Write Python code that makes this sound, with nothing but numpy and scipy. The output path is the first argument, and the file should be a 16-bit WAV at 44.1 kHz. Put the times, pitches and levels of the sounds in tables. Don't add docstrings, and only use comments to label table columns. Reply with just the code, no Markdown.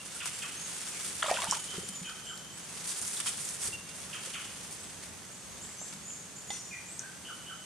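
import sys
import numpy as np
from scipy import signal
from scipy.fft import rfft, irfft, next_fast_len
from scipy.io import wavfile
from scipy.ndimage import uniform_filter1d

SR = 44100
rng = np.random.default_rng(int(sys.argv[2]) if len(sys.argv) > 2 else 0)


def waveform_to_disk(signal):
    frames = np.transpose(np.atleast_2d(signal))
    scaled = np.clip(frames, -1, 1) * 32767
    samples = np.round(scaled).astype(np.int16)
    wavfile.write(sys.argv[1], SR, samples)


N = 337365
TIME = np.arange(N) / SR


def amp(db):
    return 10 ** (np.asarray(db) / 20)


def unit(x):
    return x / np.sqrt(np.mean(x ** 2) + 1e-20)


def read(points, hz):
    f, value = np.transpose(points)
    return np.interp(np.log(hz + 1), np.log(f + 1), value)


def level(rows):
    return amp(np.interp(TIME, *np.transpose(rows)))


def add(mix, s, sound):
    part = mix[..., max(0, round(s * SR)):][..., :sound.shape[-1]]
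    part += sound[..., :part.shape[-1]]


def swell(start, length, attack_s, release_s):
    rise = np.clip((TIME - start) / attack_s, 0, 1)
    fade = np.exp(-np.clip((TIME - start - length) / release_s, 0, 20))
    return rise * fade


def drift(rate_hz):
    hz = np.fft.rfftfreq(N, 1 / SR)
    return unit(irfft(rfft(rng.standard_normal(N)) / (1 + (hz / rate_hz) ** 4), N))


# f/Hz, likeness (0 = unrelated, 1 = the same)
LIKENESS = [(30, 0.57), (150, 0.79), (300, 0.57), (700, 0.46), (1500, 0.73), (3000, 0.42), (6000, 0.42),
            (9000, 0.086), (14000, 0)]


def spread(pair, spectrum):
    size = next_fast_len(N)
    hz = np.fft.rfftfreq(size, 1 / SR)
    a, b = rfft(pair, size) * amp(read(spectrum, hz))
    angle = np.arcsin(np.clip(read(LIKENESS, hz), -1, 1)) / 2
    left = a * np.cos(angle) + b * np.sin(angle)
    right = b * np.cos(angle) + a * np.sin(angle)
    return unit(irfft([left, right], size)[:, :N])


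def crackle(per_s, spread_db, smooth):
    extra_db = spread_db * np.minimum(rng.exponential(1, (2, N)), 4)
    size = amp(extra_db) * rng.choice([-1, 1], (2, N))
    clicks = size * (rng.random((2, N)) < per_s / SR)
    return unit(clicks) + smooth * rng.standard_normal((2, N))


def bubble(hz, t60, rise, attack_s=0.0006):
    t = np.arange(int(1.3 * t60 * SR) + 2) / SR
    pitch = hz * 2 ** (rise * t / t60)
    ring = np.sin(2 * np.pi * np.cumsum(pitch) / SR)
    return ring * amp(-60 * t / t60) * (1 - np.exp(-t / attack_s))


# f/Hz, 60 dB fade time t/s
TREES = [(150, 0.36), (700, 0.37), (1500, 0.61), (3000, 1), (7000, 0.63), (12000, 0.7)]


def trees(x, shorten, build_s=.001):
    t = np.arange(SR) / SR
    taps = rng.standard_normal((2, SR)) * (rng.random((2, SR)) < 3000 / SR)
    taps = taps * np.minimum(t / build_s, 1)
    hz, frame_s, z = signal.stft(taps, SR, nperseg=256)
    t60 = shorten * read(TREES, hz)[:, None]
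    tail = signal.istft(z * amp(-60 * frame_s / t60), SR, nperseg=256)[1]
    tail = tail + 0.35 * tail[::-1]
    return signal.fftconvolve(np.atleast_2d(x), tail / np.linalg.norm(tail[0]), axes=1)[:, :N]


def band_noise(hz, width_hz):
    f = np.fft.rfftfreq(N, 1 / SR)
    return unit(irfft(rfft(rng.standard_normal((2, N))) / (1 + ((f - hz) / width_hz) ** 2), N))


# t/s, level/dB (before gulp_db), f/Hz, pitch rise [octaves while it rings], 60 dB fade time t/s
BUBBLES = [(1.2236, -20, 3270, .1, .011), (1.2268, -17, 1330, .1, .014), (1.228, -27, 1680, -.1, .03),
           (1.228, -27, 930, .3, .02), (1.241, -29.5, 640, -.1, .06), (1.2416, -29, 2770, .3, .013),
           (1.243, -34, 1280, -.1, .06), (1.2603, -25.5, 970, 2.2, .035), (1.2668, -30, 3050, 1, .012),
           (1.281, -30.5, 600, -.1, .08), (1.285, -25, 1290, -.7, .035), (1.292, -22.5, 1120, .5, .035),
           (1.295, -27, 810, -.1, .05), (1.3013, -26, 2500, .2, .025), (1.3068, -25, 2200, .7, .015),
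           (1.31, -35, 1830, .2, .1), (1.3126, -14.3, 610, 1.7, .038), (1.342, -27, 2630, 1.2, .015),
           (1.351, -33, 610, 1, .07), (1.366, -28.5, 2500, 1, .035), (1.371, -27, 1450, .5, .03),
           (1.386, -27.5, 960, .3, .045), (1.419, -25.5, 1110, .1, .03), (1.432, -32, 686, -.2, .06),
           (1.433, -34, 3700, .3, .03), (1.440, -28, 1080, 1, .03), (1.448, -32, 1420, .2, .03),
           (1.470, -33, 880, .5, .04), (1.524, -20.5, 930, 2.1, .04), (1.53, -27, 1160, .7, .03),
           (1.566, -37, 855, .6, .05)]
# start t/s, length t/s, level/dB (before slosh_db)
GUSHES = [(1.218, 0.036, -37.5), (1.283, 0.035, -36), (1.337, .125, -39.5), (1.523, 0.016, -39),
          (1.542, 0.032, -48)]
# f/Hz, relative level/dB
WATER_COLOUR = [(250, -20), (480, -7), (600, 1.5), (750, -1.5), (900, 1), (1150, 0), (1600, -1.5),
                (2700, -0.3), (4500, -12.5), (9000, -29)]


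def water(slosh_db=-5.6, gulp_db=0.3, per_s=48, count=36, ring_cycles=34, attack_s=.0032, release_share=.2):
    swarm, gulps, first_s = np.zeros((2, N)), np.zeros(N), GUSHES[0][0]
    for hz in np.geomspace(520, 4200, count):
        births = rng.uniform(-1.4, 1, (2, SR)) * (rng.random((2, SR)) < per_s / SR)
        ring = np.sqrt(hz) * bubble(hz, ring_cycles / hz, rise=0.4)
        add(swarm, first_s, signal.oaconvolve(births, ring[None], axes=1))
    splatter = crackle(per_s=370, spread_db=4.5, smooth=.15)
    slosh = spread(unit(swarm) * np.sqrt(SR / N) + .45 * splatter, WATER_COLOUR)
    slosh = slosh + 0.47 * slosh[::-1]
    slosh = slosh / np.std(slosh[:, round(first_s * SR):][:, :SR])
    flow = sum(amp(db) * swell(s, length, attack_s, release_share * length) for s, length, db in GUSHES)
    for s, db, hz, rise, t60 in BUBBLES:
        add(gulps, s, amp(db) * bubble(hz, t60, rise))
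    return amp(slosh_db) * flow * slosh + amp(gulp_db) * gulps


DRIP_FROM_S, DRIP_TO_S, DROP_LOW_HZ, DROP_HIGH_HZ = 1.235, 1.46, 1500, 6000


def droplets(drops_db=-34, spread_db=3, cycles=24, rise=.5, count=40):
    out = np.zeros((2, N))
    for when, pitch, size, side in rng.random((count, 4)):
        hz = DROP_LOW_HZ * (DROP_HIGH_HZ / DROP_LOW_HZ) ** pitch
        db = drops_db + spread_db * min(-np.log(1 - size), 3)
        tick = amp(db) * bubble(hz, cycles / hz, rise, attack_s=.0001)
        left_right = np.sqrt([[.5 + side], [1.5 - side]])
        add(out, DRIP_FROM_S + when * (DRIP_TO_S - DRIP_FROM_S), left_right * tick)
    return out


# t/s, level/dB, centre f/Hz, width to each side [octaves], 60 dB fade time t/s
SNAPS = [(0.2575, -22, 2900, 2, 0.008), (.8155, -25, 7050, 0.44, 0.0082), (1.0335, -31, 8500, 0.28, .016),
         (1.184, -31, 8000, 0.55, .008), (1.2271, -15, 1420, .65, .004), (1.2274, -17.5, 3400, .3, .007),
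         (1.2325, -22, 7000, 0.44, .008), (1.2645, -30, 6500, .4, .008), (1.2848, -27, 3200, 1.2, 0.0061),
         (1.3132, -20, 6500, 0.53, .01), (1.3415, -28, 3800, 0.5, 0.0099), (1.4035, -25, 7516, 0.49, .008),
         (1.4195, -20, 6000, 1.1, 0.004), (1.4435, -18.5, 6500, .6, .008), (1.4998, -24, 5700, .4, .012),
         (1.5108, -7.7, 6600, 0.36, 0.007), (1.5133, -19, 7300, .4, .005), (1.5325, -24, 5600, 0.28, .006),
         (1.6403, -25, 8500, .3, .012), (1.864, -34, 3600, .8, .012), (2.096, -29, 2980, 1.7, 0.012),
         (2.3755, -30, 5500, 0.89, 0.011), (2.89, -28, 5900, 0.62, 0.39), (3.015, -20, 8000, .35, 0.0088),
         (3.066, -25, 8500, 0.36, .005), (3.078, -21, 8500, 0.46, .01), (3.166, -32, 3700, 0.13, .17),
         (3.2028, -18.5, 8500, 0.3, .015), (3.2745, -26, 3300, .15, 0.035), (3.2835, -25, 8000, 0.37, .025),
         (3.4505, -22, 8500, .4, .006), (3.4895, -21, 7500, .6, .006), (3.5545, -22, 8300, 0.32, .004),
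         (3.641, -22, 8500, 0.28, .01), (4.6105, -33, 7000, .7, 0.008), (5.69, -39, 1500, .6, .02),
         (5.8143, -33, 950, .8, 0.016), (5.9365, -33, 7000, 0.88, .02), (6.1045, -35.5, 2000, 0.56, .012),
         (6.5036, -35, 1800, 1.1, .03), (6.5056, -33, 4400, .45, .028), (6.993, -17, 6100, 0.14, 0.0043),
         (6.9936, -19.5, 8000, 0.24, 0.0037)]


def snaps(apart=0.26):
    out, t = np.zeros((2, N)), np.arange(4096) / SR
    for s, db, hz, octaves, t60 in SNAPS:
        dying = amp(-60 * t / t60)
        edges = np.clip([hz / 2 ** octaves, hz * 2 ** octaves], 100, 10200)
        band = signal.butter(4, edges, "band", fs=SR, output="sos")
        common, side = (unit(signal.sosfilt(band, dying * rng.standard_normal(len(t)))) for _ in range(2))
        pair = np.array([common + apart * side, common - apart * side])
        add(out, s, amp(db) * np.std(dying) / 2 * pair)
    return out


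# start t/s, length t/s, level/dB
CRUNCHES = [(.26, .025, -44), (2.092, .008, -44), (3.199, .01, -36), (3.2585, .004, -34.5),
            (3.267, .012, -33.5), (3.284, .02, -44), (5.923, .012, -46.5)]
# f/Hz, relative level/dB
DRY_LEAF = [(500, -20), (900, -9), (1300, 1), (1800, -3), (2500, 0), (3500, 2), (4100, -3), (5000, -1),
            (7000, -5), (9300, -4), (12000, -24)]


def crunches(attack_s=.002, release_s=.004):
    press = sum(amp(db) * swell(s, length, attack_s, release_s) for s, length, db in CRUNCHES)
    return press * spread(crackle(per_s=1800, spread_db=2.5, smooth=.45), DRY_LEAF)


# t/s, level/dB, f/Hz, 60 dB fade time t/s
THUDS = [(1.485, -32.5, 179, 0.041), (1.742, -41, 373, 0.091), (1.780, -34, 184, 0.057),
         (1.782, -27, 383, 0.028), (1.832, -36.5, 406, 0.043), (1.892, -38.5, 191, 0.1),
         (2.015, -37, 178, 0.11), (3.648, -39.5, 209, 0.061), (3.682, -43.5, 110, 0.07),
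         (3.684, -40, 430, .04), (4.273, -36.5, 527, 0.035), (4.485, -44.5, 205, .12)]


def thuds():
    out = np.zeros(N)
    for s, db, hz, t60 in THUDS:
        add(out, s, amp(db) * bubble(hz, t60, rise=-0.16, attack_s=0.0015))
    return out


# start t/s, length t/s, level/dB (before tread_db)
STEPS = [(1.045, 0.48, -59), (1.678, .14, -52), (1.985, 0.3, -63), (3.58, 0.17, -51.5), (3.98, 0.11, -56),
         (4.423, 0.22, -57), (4.8, 0.34, -57.5), (5.42, 0.24, -56.5)]
# f/Hz, relative level/dB
EARTH = [(30, -26), (60, 1), (90, 1.5), (200, -10), (380, -9), (600, -9.5), (1200, -34)]


def tread(tread_db=-2, attack_s=0.063, release_s=0.055):
    weight = sum(amp(db) * swell(s, length, attack_s, release_s) for s, length, db in STEPS)
    return amp(tread_db) * weight * spread(rng.standard_normal((2, N)), EARTH)


# f/Hz, level/dB, 60 dB fade time t/s
BLADE_TONES = [(810, -33.5, .05), (2045, -38, .07), (3300, -39, .06), (3560, -34, .07), (3455, -53, .5),
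               (4285, -51.5, .9), (5150, -53, 1.0), (5572, -49, 1.1), (6035, -47.5, 1.25),
               (6428, -54.5, .9), (7052, -53, .8), (7730, -55, .9), (8570, -49.5, 1.0), (9022, -52, .5)]


def blade(knock_s=6.504, flicker=.6, flicker_hz=20):
    out, t = np.zeros((2, N)), np.arange(SR) / SR
    slow = 1 / (1 + (np.fft.rfftfreq(SR, 1 / SR) / flicker_hz) ** 4)
    for hz, db, t60 in BLADE_TONES:
        phase = 2 * np.pi * hz * t + rng.normal(0, .5, (2, 1))
        a, b = flicker * unit(irfft(rfft(rng.standard_normal((2, 2, SR))) * slow, SR))
        ring = ((1 + a) * np.sin(phase) + b * np.cos(phase)) / np.sqrt(1 + 2 * flicker ** 2)
        add(out, knock_s, amp(db - 60 * t / t60) * ring)
    return out


# t/s, level/dB (before tips_db and scrape_db)
EFFORT = [(0, -56), (.35, -48.5), (.6, -50.5), (.75, -47), (1.42, -46), (1.95, -53.5), (2.52, -61),
          (2.78, -49), (3.5, -50), (3.85, -55.5), (4.22, -50), (4.58, -53), (5.4, -62), (5.65, -58),
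          (6.1, -62.5), (7.65, -63)]
# start t/s, length t/s, crisp leaf tips level/dB, duller scraping level/dB
BRUSHES = [(0.047, .02, -50, -58), (0.14, .02, -47, -56), (.247, .02, -40, -50.5), (0.375, 0.061, -52, -56),
           (1.027, 0.037, -47, -52), (1.2, .24, -53, -50.5), (1.484, .065, -43.5, -45),
           (1.634, 0.023, -49, -51), (1.72, .04, -56, -49), (1.78, 0.025, -50, -53.5),
           (1.875, .02, -49, -58), (2.562, 0.022, -54, -57), (2.835, 0.1, -43, -51),
           (2.91, 0.3, -42.5, -53), (3.24, 0.052, -38.5, -53), (3.31, 0.24, -45.5, -58),
           (3.585, 0.095, -41, -49.5), (3.69, .045, -51, -55), (3.945, 0.02, -50, -65),
           (4.23, 0.028, -49, -52), (4.706, 0.021, -47.5, -62), (5.011, 0.032, -53, -55.5),
           (5.855, .02, -53, -59), (6.491, 0.084, -54, -54), (7.335, .025, -54, -64)]
# f/Hz, relative level/dB
LEAF_TIPS = [(2500, -33.5), (4500, -11.5), (6500, -5.5), (8000, -1.7), (8800, -.3), (9450, .7),
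             (9900, -4.2), (10500, -8.5), (12000, -16.5), (15000, -33)]
SCRAPE = [(80, -20), (200, -12), (370, -3.5), (700, -7), (1000, -4), (1300, -1), (2400, -1), (3600, 1),
          (4300, -0.5), (5200, -3), (6500, -1), (9000, -18), (13000, -44)]
BRUSH_ATTACK_S, BRUSH_RELEASE_S, BRUSH_BEND_SHARE = 0.008, 0.025, .33
SCRAPE_GROWTH, EVEN_DB = 0.78, -58.5


def rustle(tips_db=5.1, scrape_db=4, clump_db=1.4, clump_hz=60):
    tips_power = level(EFFORT) ** 2
    scrape_power = amp(EVEN_DB) ** 2 * (tips_power / amp(EVEN_DB) ** 2) ** SCRAPE_GROWTH
    for start, length, crisp_db, dull_db in BRUSHES:
        shape = swell(start, length, BRUSH_ATTACK_S + BRUSH_BEND_SHARE * length, BRUSH_RELEASE_S)
        tips_power = tips_power + (amp(crisp_db) * shape) ** 2
        scrape_power = scrape_power + (amp(dull_db) * shape) ** 2
    clumps = amp(clump_db * drift(clump_hz))
    tips = spread(crackle(per_s=1500, spread_db=3.5, smooth=0.8), LEAF_TIPS) * np.sqrt(tips_power)
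    scrape = spread(crackle(per_s=900, spread_db=3.0, smooth=1.0), SCRAPE) * np.sqrt(scrape_power)
    return clumps * (amp(tips_db) * tips + amp(scrape_db) * scrape)


def whistle(pitch, waver):
    tremble = unit(uniform_filter1d(rng.standard_normal(SR // 2), 60))[:len(pitch)]
    tone = np.sin(2 * np.pi * np.cumsum(pitch * (1 + waver * tremble)) / SR)
    return tone * signal.windows.tukey(len(pitch), .4)


# t/s, length t/s, start f/Hz, end f/Hz, level/dB
TSITS = [(.333, 0.025, 7520, 7620, -37), (.56, 0.028, 6400, 6350, -39), (.60, 0.056, 6600, 6700, -40),
         (.85, 0.15, 7000, 7200, -49), (1.265, 0.03, 7450, 7700, -35.5), (1.565, 0.037, 6380, 6920, -40),
         (1.825, 0.041, 6820, 7250, -42), (1.94, 0.03, 6940, 6950, -37.5), (2.24, 0.071, 7570, 7430, -44),
         (2.52, 0.043, 7600, 8060, -45.5), (4.79, .06, 7460, 8200, -45.5), (5.30, 0.065, 6300, 7250, -49),
         (5.48, 0.062, 6430, 6570, -48.5), (5.605, 0.048, 6420, 7860, -39.5),
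         (5.77, 0.031, 6080, 6240, -40), (5.795, 0.044, 6500, 7760, -37.5),
         (6.025, 0.05, 6430, 7090, -41.5), (6.075, 0.032, 7000, 7260, -36.5),
         (6.09, 0.052, 7050, 6400, -40.5), (6.355, 0.026, 6600, 7330, -39), (6.478, 0.039, 6560, 7110, -36),
         (6.63, 0.054, 6670, 7160, -43), (6.85, 0.053, 6300, 7700, -44), (6.89, 0.041, 7550, 8330, -40.5)]
# t/s, length t/s, start f/Hz, end f/Hz, level/dB
WHISTLES = [(.15, .02, 1560, 1380, -42), (.912, 0.07, 2750, 2200, -46), (2.04, 0.027, 2580, 2470, -43),
            (6.703, 0.053, 2484, 2395, -40), (6.715, 0.0463, 2306, 1900, -42.5),
            (6.994, 0.085, 1480, 1600, -43.5)]


def slurs(rows, waver, direct_db, echo_db, shorten):
    out = np.zeros(N)
    for s, length, start_hz, end_hz, db in rows:
        u = np.linspace(0, 1, int(length * SR))
        pitch = end_hz + (start_hz - end_hz) * (1 - u) ** 2
        add(out, s, amp(db) * whistle(pitch, waver))
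    return amp(direct_db) * out + amp(echo_db) * trees(out, shorten)


# t/s, length t/s, high note f/Hz, its level/dB, low note level/dB
CHIPS = [(1.470, 0.042, 3100, -38.5, -43), (1.679, 0.049, 3120, -39, -46), (2.04, 0.045, 3110, -40, -38),
         (2.259, .047, 3120, -40, -40), (7.245, 0.05, 3040, -41.5, -37), (7.457, 0.049, 3050, -42.5, -38)]
LOW_NOTE_AT = .74


def chips(rasp=0.018, onset_rasp=.065, settle_s=.012, scoop=.07, rasp_hz=150,
          low_from_hz=1620, low_to_hz=1150, low_s=0.034,
          direct_db=-4, low_direct_db=-5.5, echo_db=-0.9, low_echo_db=-2):
    high, low = np.zeros((2, N))
    fall = np.linspace(low_from_hz, low_to_hz, int(low_s * SR))
    for s, length, hz, db, low_db in CHIPS:
        t = np.arange(int(length * SR)) / SR
        unsettled = np.exp(-t / settle_s)
        flutter = np.sin(2 * np.pi * (rasp_hz * t + rng.random()))
        pitch = hz * (1 - scoop * unsettled + (rasp + onset_rasp * unsettled) * flutter)
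        add(high, s, amp(db) * (1 + .3 * flutter) * whistle(pitch, waver=0.02))
        low_gain = amp(low_db + np.linspace(0, -4, len(fall)))
        add(low, s + LOW_NOTE_AT * length, low_gain * whistle(fall, waver=0.024))
    echo = trees(high + amp(low_echo_db) * low, shorten=1.1)
    return amp(direct_db) * high + amp(low_direct_db) * low + amp(echo_db) * echo


# t/s, level/dB (before the throat, direct and echo gains)
SWOOPS = [(.198, -36), (.415, -36), (4.124, -37), (4.334, -35)]
# f/Hz, level/dB
SWOOP_THROAT = [(950, -12), (1150, -7), (1480, 0), (1950, -8), (2600, 2), (3350, 6.5), (3700, -4)]


def swoops(from_hz=3700, toward_hz=800, fall_s=.0125, length_s=0.046, echo_from_hz=1550,
           direct_db=-6, echo_db=1.7, waver=.04):
    out, t = np.zeros(N), np.arange(int(length_s * SR)) / SR
    pitch = toward_hz + (from_hz - toward_hz) / (1 + (t / fall_s) ** 2)
    throat = amp(read(SWOOP_THROAT, pitch))
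    for s, db in SWOOPS:
        add(out, s, amp(db) * throat * whistle(pitch, waver))
    scattered = signal.lfilter(*signal.butter(2, echo_from_hz, "high", fs=SR), out)
    return amp(direct_db) * out + amp(echo_db) * trees(scattered, shorten=0.8, build_s=.005)


# t/s, length t/s, level/dB
PIPS = [(0, .022, -45.5), (3.723, 0.042, -37.5)]
# delay t/s, level/dB against the pip
PIP_ECHOES = [(.04, -11), (.12, -18), (.172, -15), (.195, -17)]


def pips(pitch_hz=2767, echo_db=-11.5):
    out = np.zeros(N)
    for s, length, db in PIPS:
        note = amp(db) * whistle(np.full(int(length * SR), pitch_hz), waver=0.0075)
        add(out, s, note)
        for delay, loss_db in PIP_ECHOES:
            add(out, s + delay, amp(loss_db) * note)
    return out + amp(echo_db) * trees(out, shorten=1.1)


# start t/s, end t/s, f/Hz, width f/Hz, level/dB
INSECTS = [(1.6, 3.2, 6200, 90, -58), (1.9, 3.0, 6740, 89.5, -60), (3.5, 8, 6410, 170, -58),
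           (4.6, 8, 7970, 150, -61.5), (5.1, 8, 8340, 170, -59)]


def insects(fade_s=0.22):
    out = np.zeros((2, N))
    for start, end, hz, width, db in INSECTS:
        fade = np.clip(np.minimum(TIME - start, end - TIME) / fade_s, 0, 1)
        out += amp(db) * fade * band_noise(hz, width)
    return out


# f/Hz, relative level/dB
FOREST = [(20, -35), (35, -28), (50, -18), (70, -5), (110, -4.5), (180, -1), (270, -5.5), (520, -8),
          (1500, -11), (3100, -13.5), (4500, -14), (8300, -12), (11200, -17.5), (15000, -35)]


def forest(air_db=-49.5, hum_db=-60, hum_hz=178):
    air = amp(air_db + 0.45 * drift(2.7)) * spread(rng.standard_normal((2, N)), FOREST)
    hum = band_noise(hum_hz, width_hz=37.0)
    return air + amp(hum_db) * unit(hum + 0.36 * hum[::-1])


def scene():
    near = water() + droplets() + snaps() + crunches() + thuds() + blade()
    walker = near + amp(-6.5) * trees(near, shorten=0.33) + rustle() + tread()
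    high_birds = slurs(TSITS, waver=0.013, direct_db=-7.2, echo_db=-0.5, shorten=1.0)
    far_birds = slurs(WHISTLES, waver=0.028, direct_db=-7, echo_db=-2.8, shorten=1.0)
    low_birds = far_birds + chips() + swoops() + pips()
    return walker + high_birds + low_birds + insects() + forest()


def record(dry, tilt_db=0.4, dip_hz=3980, dip_q=9, dip_depth=0.3, edge_hz=15200):
    notched = signal.lfilter(*signal.iirnotch(dip_hz, dip_q, fs=SR), dry)
    coloured = (dry + dip_depth * (notched - dry)) * amp([[-tilt_db], [tilt_db]])
    low_pass = signal.firwin(511, edge_hz, window=("kaiser", 9), fs=SR)
    return signal.oaconvolve(coloured, low_pass[None], "same")


dry = scene()
out = record(dry)
waveform_to_disk(out)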